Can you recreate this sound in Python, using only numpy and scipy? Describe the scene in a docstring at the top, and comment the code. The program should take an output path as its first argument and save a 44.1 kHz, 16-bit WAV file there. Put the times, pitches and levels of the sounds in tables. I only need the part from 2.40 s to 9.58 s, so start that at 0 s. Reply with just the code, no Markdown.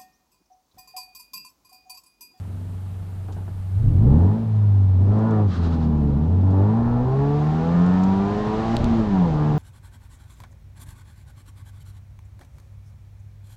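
"""A four-cylinder sports car heard from the cabin: it idles, pulls away with a shudder, eases off twice,
then climbs hard through first gear and shifts up. Low engine orders boom, higher ones growl in the cabin's
resonances, the exhaust putters at low revs and the valve train hisses. Body rumble and tyre drone lie
underneath, with driveline thuds, small hand and gear lever noises and, at the start, a far-off engine."""
import sys
import numpy as np
from scipy import signal
from scipy.fft import rfft, irfft, next_fast_len
from scipy.io import wavfile
from scipy.ndimage import uniform_filter1d

SR = 44100
rng = np.random.default_rng(int(sys.argv[2]) if len(sys.argv) > 2 else 0)


def pcm_store(signal):
    """Save signal as 16-bit PCM."""
    levels = np.round(np.clip(np.atleast_2d(signal), -1, 1) * 32767)
    wavfile.write(sys.argv[1], SR, levels.astype(np.int16).T)


N = 316638
TIME = np.arange(N) / SR

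# engine revs: (time [s], firing rate [Hz])
REVS = [(0.0, 23.6), (1.36, 23.6), (1.54, 41.5), (1.93, 106.8), (1.98, 113.3), (2.35, 99.3), (2.58, 92.2),
        (2.76, 106.7), (2.87, 112.2), (3.05, 102.4), (3.13, 86.4), (3.29, 83.2), (3.75, 69.4), (3.96, 92.5),
        (4.19, 96.7), (4.38, 115.8), (4.48, 118.5), (4.58, 121.1), (4.81, 139.5), (4.98, 148.0),
        (5.11, 153.7), (5.31, 169.8), (5.57, 185.0), (5.82, 197.0), (5.95, 207.3), (6.13, 215.7),
        (6.43, 236.4), (6.51, 230.4), (6.6, 222.3), (6.95, 150.1), (7.18, 149.9)]
# accelerator presses: (pressed [s], lifted [s], opening time [s], closing time [s], depth [0-1])
PEDAL = [(1.295, 1.968, 0.071, 0.11, 0.65), (2.54, 3.01, 0.23, 0.13, 1), (3.06, 3.782, .2, 0.48, .76),
         (3.746, 6.353, 0.45, 0.059, 0.93), (6.637, 7.3, 0.12, .1, 0.95)]
# the clutch bites and the engine labours: (time [s], boost [dB], half length [s])
LUGS = [(1.733, 6.5, 0.13), (6.591, 6.5, 0.061)]
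# the main boom dips briefly: (time [s], depth [dB], half length [s])
BOOM_DIPS = [(2, 6.5, 0.085), (3.138, 8.5, 0.042), (6.39, 11, .04)]
# cabin response to the firing order, through the engine mounts: (frequency [Hz], level [dB])
MOUNT_RESPONSE = [(23.6, -86), (41.0, -31), (65.9, -24.5), (80.8, -23), (90.0, -17), (101.2, -15.0),
                  (114.3, -23.5), (131.1, -21), (154.7, -19.5), (163.7, -23.5), (176.3, -15.5),
                  (196.9, -19.5), (204.3, -27), (224.6, -28), (228.4, -21.5), (236.1, -22.0)]
# cabin response to the exhaust at full throttle: (frequency [Hz], level [dB])
EXHAUST_RESPONSE = [(35.0, -28.4), (47.2, -50), (71.8, -23), (91.6, -8.5), (141.5, -17.5), (196.6, -26),
                    (225.1, -18.5), (250.7, -21.5), (263.0, -45), (282.9, -23), (371.6, -47.5),
                    (388.2, -29), (439.3, -28.5), (462.2, -45), (492.8, -29), (553.9, -54), (766.6, -30.5),
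                    (939.7, -54)]
# exhaust tones: (order [x firing rate], gain [dB], loss with the throttle shut [dB])
EXHAUST_ORDERS = [(2.0, -1.5, 11.5), (2.5, -15.5, 3.5), (3.0, 1.2, 26), (4.0, -3.5, 17.5)]
# lope from crankshaft imbalance: (firing rate [Hz], order 0.5 level [dB], order 1.5 level [dB])
LOPE_BY_REVS = [(24, -64, -64), (45, -35, -42), (74.5, -35.5, -45.5), (91, -54.5, -49.5), (110, -52, -33.5),
                (129, -51, -39.5), (134, -40.5, -37.5), (166.7, -32, -28.5), (215, -32.5, -33.5)]
# cabin and intake resonances: (frequency [Hz], bandwidth [Hz], gain [dB])
CABIN_MODES = [(319.5, 35, 3), (393.6, 30, 4), (432, 15, 9.5), (502.6, 44, 0), (578, 37, 0), (657, 18, 1),
               (683.5, 24, 0), (772, 134, -0.5), (870, 43, 2.5), (960, 26, 0.5), (1063, 75, -5),
               (1186, 55, -6.5), (1329, 27, -7.5), (1431, 60, -12), (1627, 88, -15.5), (1767, 110, -14.5)]
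# harmonics of the exhaust puffs: (order [x firing rate], gain [dB])
PUTTER_ORDERS = [(5, -3.5), (6, -8), (7, 1), (8, -6.5), (9, -14.5)]
# valve train and rushing air at full throttle: (firing rate [Hz], level [dB])
HISS_BY_REVS = [(24, -57), (92, -56), (125, -54.5), (152, -47), (200, -45.5), (230, -41)]
# faint airy bed: (time [s], level [dB])
AIR_LEVEL = [(1.4, -64.5), (2.0, -70), (2.7, -73), (7.18, -76.5)]
# body shake and tyres: (time [s], rumble level [dB], drone level [dB])
ROAD_LEVELS = [(0, -46, -45), (1.28, -40, -48.5), (1.45, -32, -35), (2.4, -48, -39.5), (2.8, -43, -33.5),
               (3.7, -39, -26), (4.05, -43, -28.5), (4.5, -30, -37), (5.3, -40, -32.5), (6.3, -35.5, -30.5),
               (7.18, -29, -30)]
# shudders as the drive is taken up: (time [s], rumble level [dB], drone level [dB], half length [s])
SHUDDERS = [(1.487, -16, -39, 0.054), (1.762, -37.5, -22.5, 0.14), (2.669, -38.5, -31.5, 0.11),
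            (6.423, -26, -32.5, 0.083)]
# contacts: (time [s], level before filtering [dB], decay [s])
DRIVELINE_THUDS = [(2.445, -22.5, 0.028), (6.385, -16, 0.06)]   # slack being taken up
LEVER_CLICKS = [(.924, -53.5, 0.016), (2.788, -54, .003), (2.909, -49, .003), (4.108, -57, 0.0094),
                (5.462, -48, 0.0048), (5.635, -43, 0.0073), (6.3675, -18, 0.00044), (6.444, -26.5, 0.00046)]   # gear lever and trim
WHEEL_KNOCKS = [(.884, -36.5, 0.031), (.965, -39, 0.038), (1.079, -34, 0.0076)]   # hands settling on the wheel
# sleeves and hands brushing the wheel: (time [s], level [dB], half length [s])
RUSTLES = [(3.146, -41, 0.055), (3.253, -42, 0.037), (3.335, -45, 0.034), (3.43, -47.5, 0.04)]
# a far-off engine: (time [s], pitch [Hz], level [dB])
FAR_CAR = [(0, 195, -58), (.14, 234, -43), (.3, 252, -51.5), (.5, 239, -70), (.7, 215, -62),
           (1.3, 212, -67), (1.5, 212, -92.5)]
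# EQ curves that colour each noise: (frequency [Hz], relative gain [dB])
TURBULENCE_EQ = [(150, -7), (400, -7.5), (620, 0), (1000, -2), (1800, -5.5), (4000, 0.5)]
HISS_EQ = [(500, -20.5), (1200, 8), (2000, 1), (2800, -1), (4000, -3.5), (5200, -9), (7000, -14.5),
           (8300, -22), (9300, -35), (15000, -43)]
AIR_EQ = [(2000, -16), (5500, -7), (8000, 0.5), (11000, -1), (15000, -6)]
RUMBLE_EQ = [(12, -33), (22, -0.5), (31, 2.5), (45, -0.5), (70, -1.5), (110, 0.5), (200, -30.5), (500, -70)]
DRONE_EQ = [(50, -27.5), (90, -4), (160, -2), (225, -3.5), (290, -9), (450, -17), (900, -36.5),
            (2000, -68.5)]
THUD_EQ = [(35, -21), (62, 1), (90, 2.5), (135, -1.5), (220, -22.5), (400, -23), (1500, -65)]
CLICK_EQ = [(700, -31), (2000, 0.5), (3800, 10.5), (7500, 6.5), (9500, -8), (11000, -16), (12500, -4.5),
            (14000, -22)]
KNOCK_EQ = [(100, 5), (330, 9.5), (550, 0.5), (850, 1.5), (1150, -8), (1600, -8), (2200, -34), (6000, -38)]
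RUSTLE_EQ = [(500, -15), (1200, 12), (2200, -4.5), (4200, -2), (6000, -12.5), (8200, -21), (10000, -39)]


def boom(angle, firing, shut, tailpipe_delay_s=0.00416, lag_rad=-2.4, overrun_db=1.25, lope_shut_db=4.5):
    """The lowest orders shake the cabin as near-pure tones, swelling as they sweep its resonances."""
    lug_db = labouring()
    dip_db = sum(db * swell(s, half) for s, db, half in BOOM_DIPS)
    mount_db = at_hz(MOUNT_RESPONSE, firing) + overrun_db * shut + lug_db - dip_db
    tones = from_db(mount_db + .4 * drift(5.9)) * np.cos(angle)
    tailpipe_angle = angle - 2 * np.pi * firing * tailpipe_delay_s
    for order, db, shut_db in EXHAUST_ORDERS:
        exhaust_db = at_hz(EXHAUST_RESPONSE, order * firing) + db - shut_db * shut + lug_db
        phase = order * tailpipe_angle + lag_rad * (order - 1)
        tones += from_db(exhaust_db + .8 * drift(2.9)) * np.cos(phase)
    for order, db in zip((.5, 1.5), curves(LOPE_BY_REVS, firing)):
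        lope_db = db - lope_shut_db * shut + 2 * lug_db
        tones += from_db(lope_db + 1.5 * drift(4)) * np.cos(order * angle)
    return np.sqrt(2) * tones


def growl(angle, firing, shut, rough_shut_db=9.5, smooth_hz=72):
    """Firing pulses and turbulence ring in the cabin, breathier at idle and off the throttle."""
    pulses = levelled(cabin(firing_pulses(angle, firing)))
    turbulence = levelled(cabin(noise(TURBULENCE_EQ) * (1 + .13 * np.cos(angle))))
    idling = np.maximum(1 - firing / smooth_hz, 0)
    rough = from_db(-2.5 + rough_shut_db * shut + 28 * idling)
    blend = (pulses + rough * turbulence) / np.sqrt(1 + rough ** 2)
    return growl_level(firing, shut) * blend


def firing_pulses(angle, firing, quarter_db=-17, howl_db=3, blur_order=20, jitter_rad=.011, waver_db=4.5):
    """The upper engine orders; unequal cylinders add half and quarter orders between them."""
    shaky_angle = angle + jitter_rad * drift(30)
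    blur_db = -7.5   # the highest orders all settle at this level
    half_db = blur_db + 7 * np.clip((firing - 130) / 90, 0, 1)   # more uneven at high revs
    pulses = np.zeros(N)
    for order in np.r_[2.25:8:.25, 8:22:.5]:
        if order in (3, 4):
            continue   # these belong to the boom
        contrast = np.clip(2 - 2 * order / blur_order, 0, 1)   # cylinders differ most in fine detail
        phase = rng.uniform(0, 2 * np.pi)
        if order % 1:
            line_db = quarter_db if order % .5 else half_db
        else:
            line_db = howl_db if order == 5 else 0
            phase *= 1 - contrast   # low whole orders line up into a pulse
        gain = from_db(line_db * contrast + blur_db * (1 - contrast))
        waver = 1 + (from_db(waver_db) - 1) * drift(4.1)
        pulses += gain * waver * np.cos(order * shaky_angle + phase)
    return pulses


def growl_level(firing, shut, open_db=-32, shut_loss_db=23.5, full_voice_hz=92, db_per_octave=11.5):
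    """The intake opens up with the throttle, over a coasting sound that rises with the revs."""
    low_revs_db = db_per_octave * np.minimum(np.log2(firing / full_voice_hz), 0)
    pulling = from_db(open_db - shut_loss_db * shut + .85 * labouring() + low_revs_db)
    coasting = from_db(-58.5 + .1111 * firing)
    return np.hypot(pulling, coasting)


def cabin(x):
    """Cabin and intake ring as parallel resonators of alternating polarity."""
    ringing = np.zeros(N)
    for k, (hz, width, db) in enumerate(CABIN_MODES):
        radius = np.exp(-np.pi * width / SR)
        feed = np.array([1, 0, -1]) * (1 - radius ** 2) / 2
        feedback = [1, -2 * radius * np.cos(2 * np.pi * hz / SR), radius ** 2]
        ringing += (-1) ** k * from_db(db) * signal.lfilter(feed, feedback, x)
    return ringing


def throttle():
    """Each pedal press ramps the throttle open, holds it and ramps it shut; 0-1."""
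    presses = [depth * np.clip(np.minimum((TIME - down) / opening, 1 - (TIME - up) / closing), 0, 1)
               for down, up, opening, closing, depth in PEDAL]
    return np.max(presses, axis=0)


def labouring():
    """Extra shake in dB while the clutch drags the engine."""
    return sum(db * swell(s, half) for s, db, half in LUGS)


def putter(angle, firing, shut, idle_db=-47, throttle_db=7.5, merge_hz=67.3, fade_db_per_hz=2.1):
    """Each exhaust puff is a soft beat at low revs, fading out where the puffs run together."""
    puffs = sum(from_db(db + 2.5 * drift(20)) * np.cos(order * angle) for order, db in PUTTER_ORDERS)
    level_db = idle_db + throttle_db * (1 - shut) - fade_db_per_hz * np.maximum(firing - merge_hz, 0)
    return np.sqrt(2) * from_db(level_db) * puffs


def hiss(angle, firing, shut, shut_loss_db=2.5, pulse_depth=.097):
    """Valve train and intake air pulse with the firings over a faint airy bed."""
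    valve_db, = curves(HISS_BY_REVS, firing)
    air_db, = curves(AIR_LEVEL, TIME)
    valves = from_db(valve_db - shut_loss_db * shut) * noise(HISS_EQ)
    return valves * (1 + pulse_depth * np.cos(angle)) + from_db(air_db) * noise(AIR_EQ)


def road():
    """The body rumbles on its springs and the tyres drone; both swell in a shudder."""
    rumble, drone = from_db(curves(ROAD_LEVELS, TIME))
    for s, rumble_db, drone_db, half in SHUDDERS:
        rumble += from_db(rumble_db) * swell(s, half)
        drone += from_db(drone_db) * swell(s, half)
    return rumble * noise(RUMBLE_EQ) + drone * noise(DRONE_EQ)


def taps(hits, eq, lowpass_hz):
    """Contacts on well-damped parts: noise bursts that die away, low-passed for a softer touch."""
    envelope = sum(from_db(db) * (TIME >= s) * np.exp(-np.clip((TIME - s) / decay, 0, 20))
                   for s, db, decay in hits)
    bursts = coloured(rng.choice([-1, 1], N) * envelope, eq)
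    return signal.sosfilt(signal.butter(2, lowpass_hz, fs=SR, output="sos"), bursts)


def rustle():
    """Short strokes of cloth and skin on the wheel swell and fade."""
    return noise(RUSTLE_EQ) * sum(from_db(db) * swell(s, half) for s, db, half in RUSTLES)


def far_car():
    """Only the firing tone of a distant engine gets through the glass."""
    hz, db = curves(FAR_CAR, TIME)
    return np.sqrt(2) * from_db(db) * np.sin(2 * np.pi * np.cumsum(hz) / SR)


def from_db(db):
    """Decibels to gain."""
    return 10 ** (np.asarray(db) / 20)


def unit_rms(x):
    """Scale to rms 1."""
    return x / np.sqrt(np.mean(x ** 2) + 1e-20)


def curves(rows, position):
    """Read a table's curves at a position along its first column."""
    points, *columns = np.transpose(rows)
    return [np.interp(position, points, column) for column in columns]


def at_hz(response, hz):
    """A response in dB, read on a log-frequency axis."""
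    points, db = np.transpose(response)
    return np.interp(np.log(hz), np.log(points), db)


def swell(centre_s, half_s):
    """A bell-shaped envelope of height 1."""
    return np.exp(-np.minimum(((TIME - centre_s) / half_s) ** 2, 20))


def drift(rate_hz, hop=40, warm_up=2000):
    """A slow random wobble of rms 1."""
    pole = np.exp(-2 * np.pi * rate_hz * hop / SR)
    white = rng.standard_normal(N // hop + warm_up + 2)
    slow = signal.lfilter([1], [1, -2 * pole, pole ** 2], white)[warm_up:]
    return np.interp(np.arange(N) / hop, np.arange(len(slow)), unit_rms(slow))


def noise(eq):
    """Coloured noise of rms 1."""
    return unit_rms(coloured(rng.standard_normal(N), eq))


def coloured(x, eq):
    """Apply an EQ curve, rolled off past both ends; white noise keeps its level."""
    size = next_fast_len(N)
    hz = np.maximum(np.arange(size // 2 + 1) * SR / size, 1)
    roll_off = np.minimum(hz / eq[0][0], 1) * np.minimum(eq[-1][0] / hz, 1) ** 2
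    gain = unit_rms(from_db(at_hz(eq, hz)) * roll_off)
    return irfft(rfft(x, size) * gain, size)[:N]


def levelled(x, above_hz=520):
    """Ride the gain so that the upper band holds at rms 1."""
    upper = signal.sosfilt(signal.butter(4, above_hz, "high", fs=SR, output="sos"), x)
    return x / np.sqrt(np.abs(uniform_filter1d(upper ** 2, size=4000)) + 1e-12)


def scene():
    """One crankshaft and one throttle drive all engine layers; road and small noises join in mono."""
    firing, = curves(REVS, TIME)
    angle = 2 * np.pi * np.cumsum(firing) / SR   # one turn per firing
    shut = 1 - throttle()
    engine = sum(layer(angle, firing, shut) for layer in (boom, putter, growl, hiss))
    clicks = taps(LEVER_CLICKS, CLICK_EQ, lowpass_hz=14200)
    knocks = taps(WHEEL_KNOCKS, KNOCK_EQ, lowpass_hz=2500)
    thuds = taps(DRIVELINE_THUDS, THUD_EQ, lowpass_hz=300)
    return (engine + road() + thuds + clicks + knocks + rustle() + far_car())[None]


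def record(dry, cutoff_hz=15400):
    """A steep low-pass trims the very top."""
    return signal.sosfilt(signal.ellip(10, .1, 90, cutoff_hz, fs=SR, output="sos"), dry)


dry = scene()
out = record(dry)
pcm_store(out)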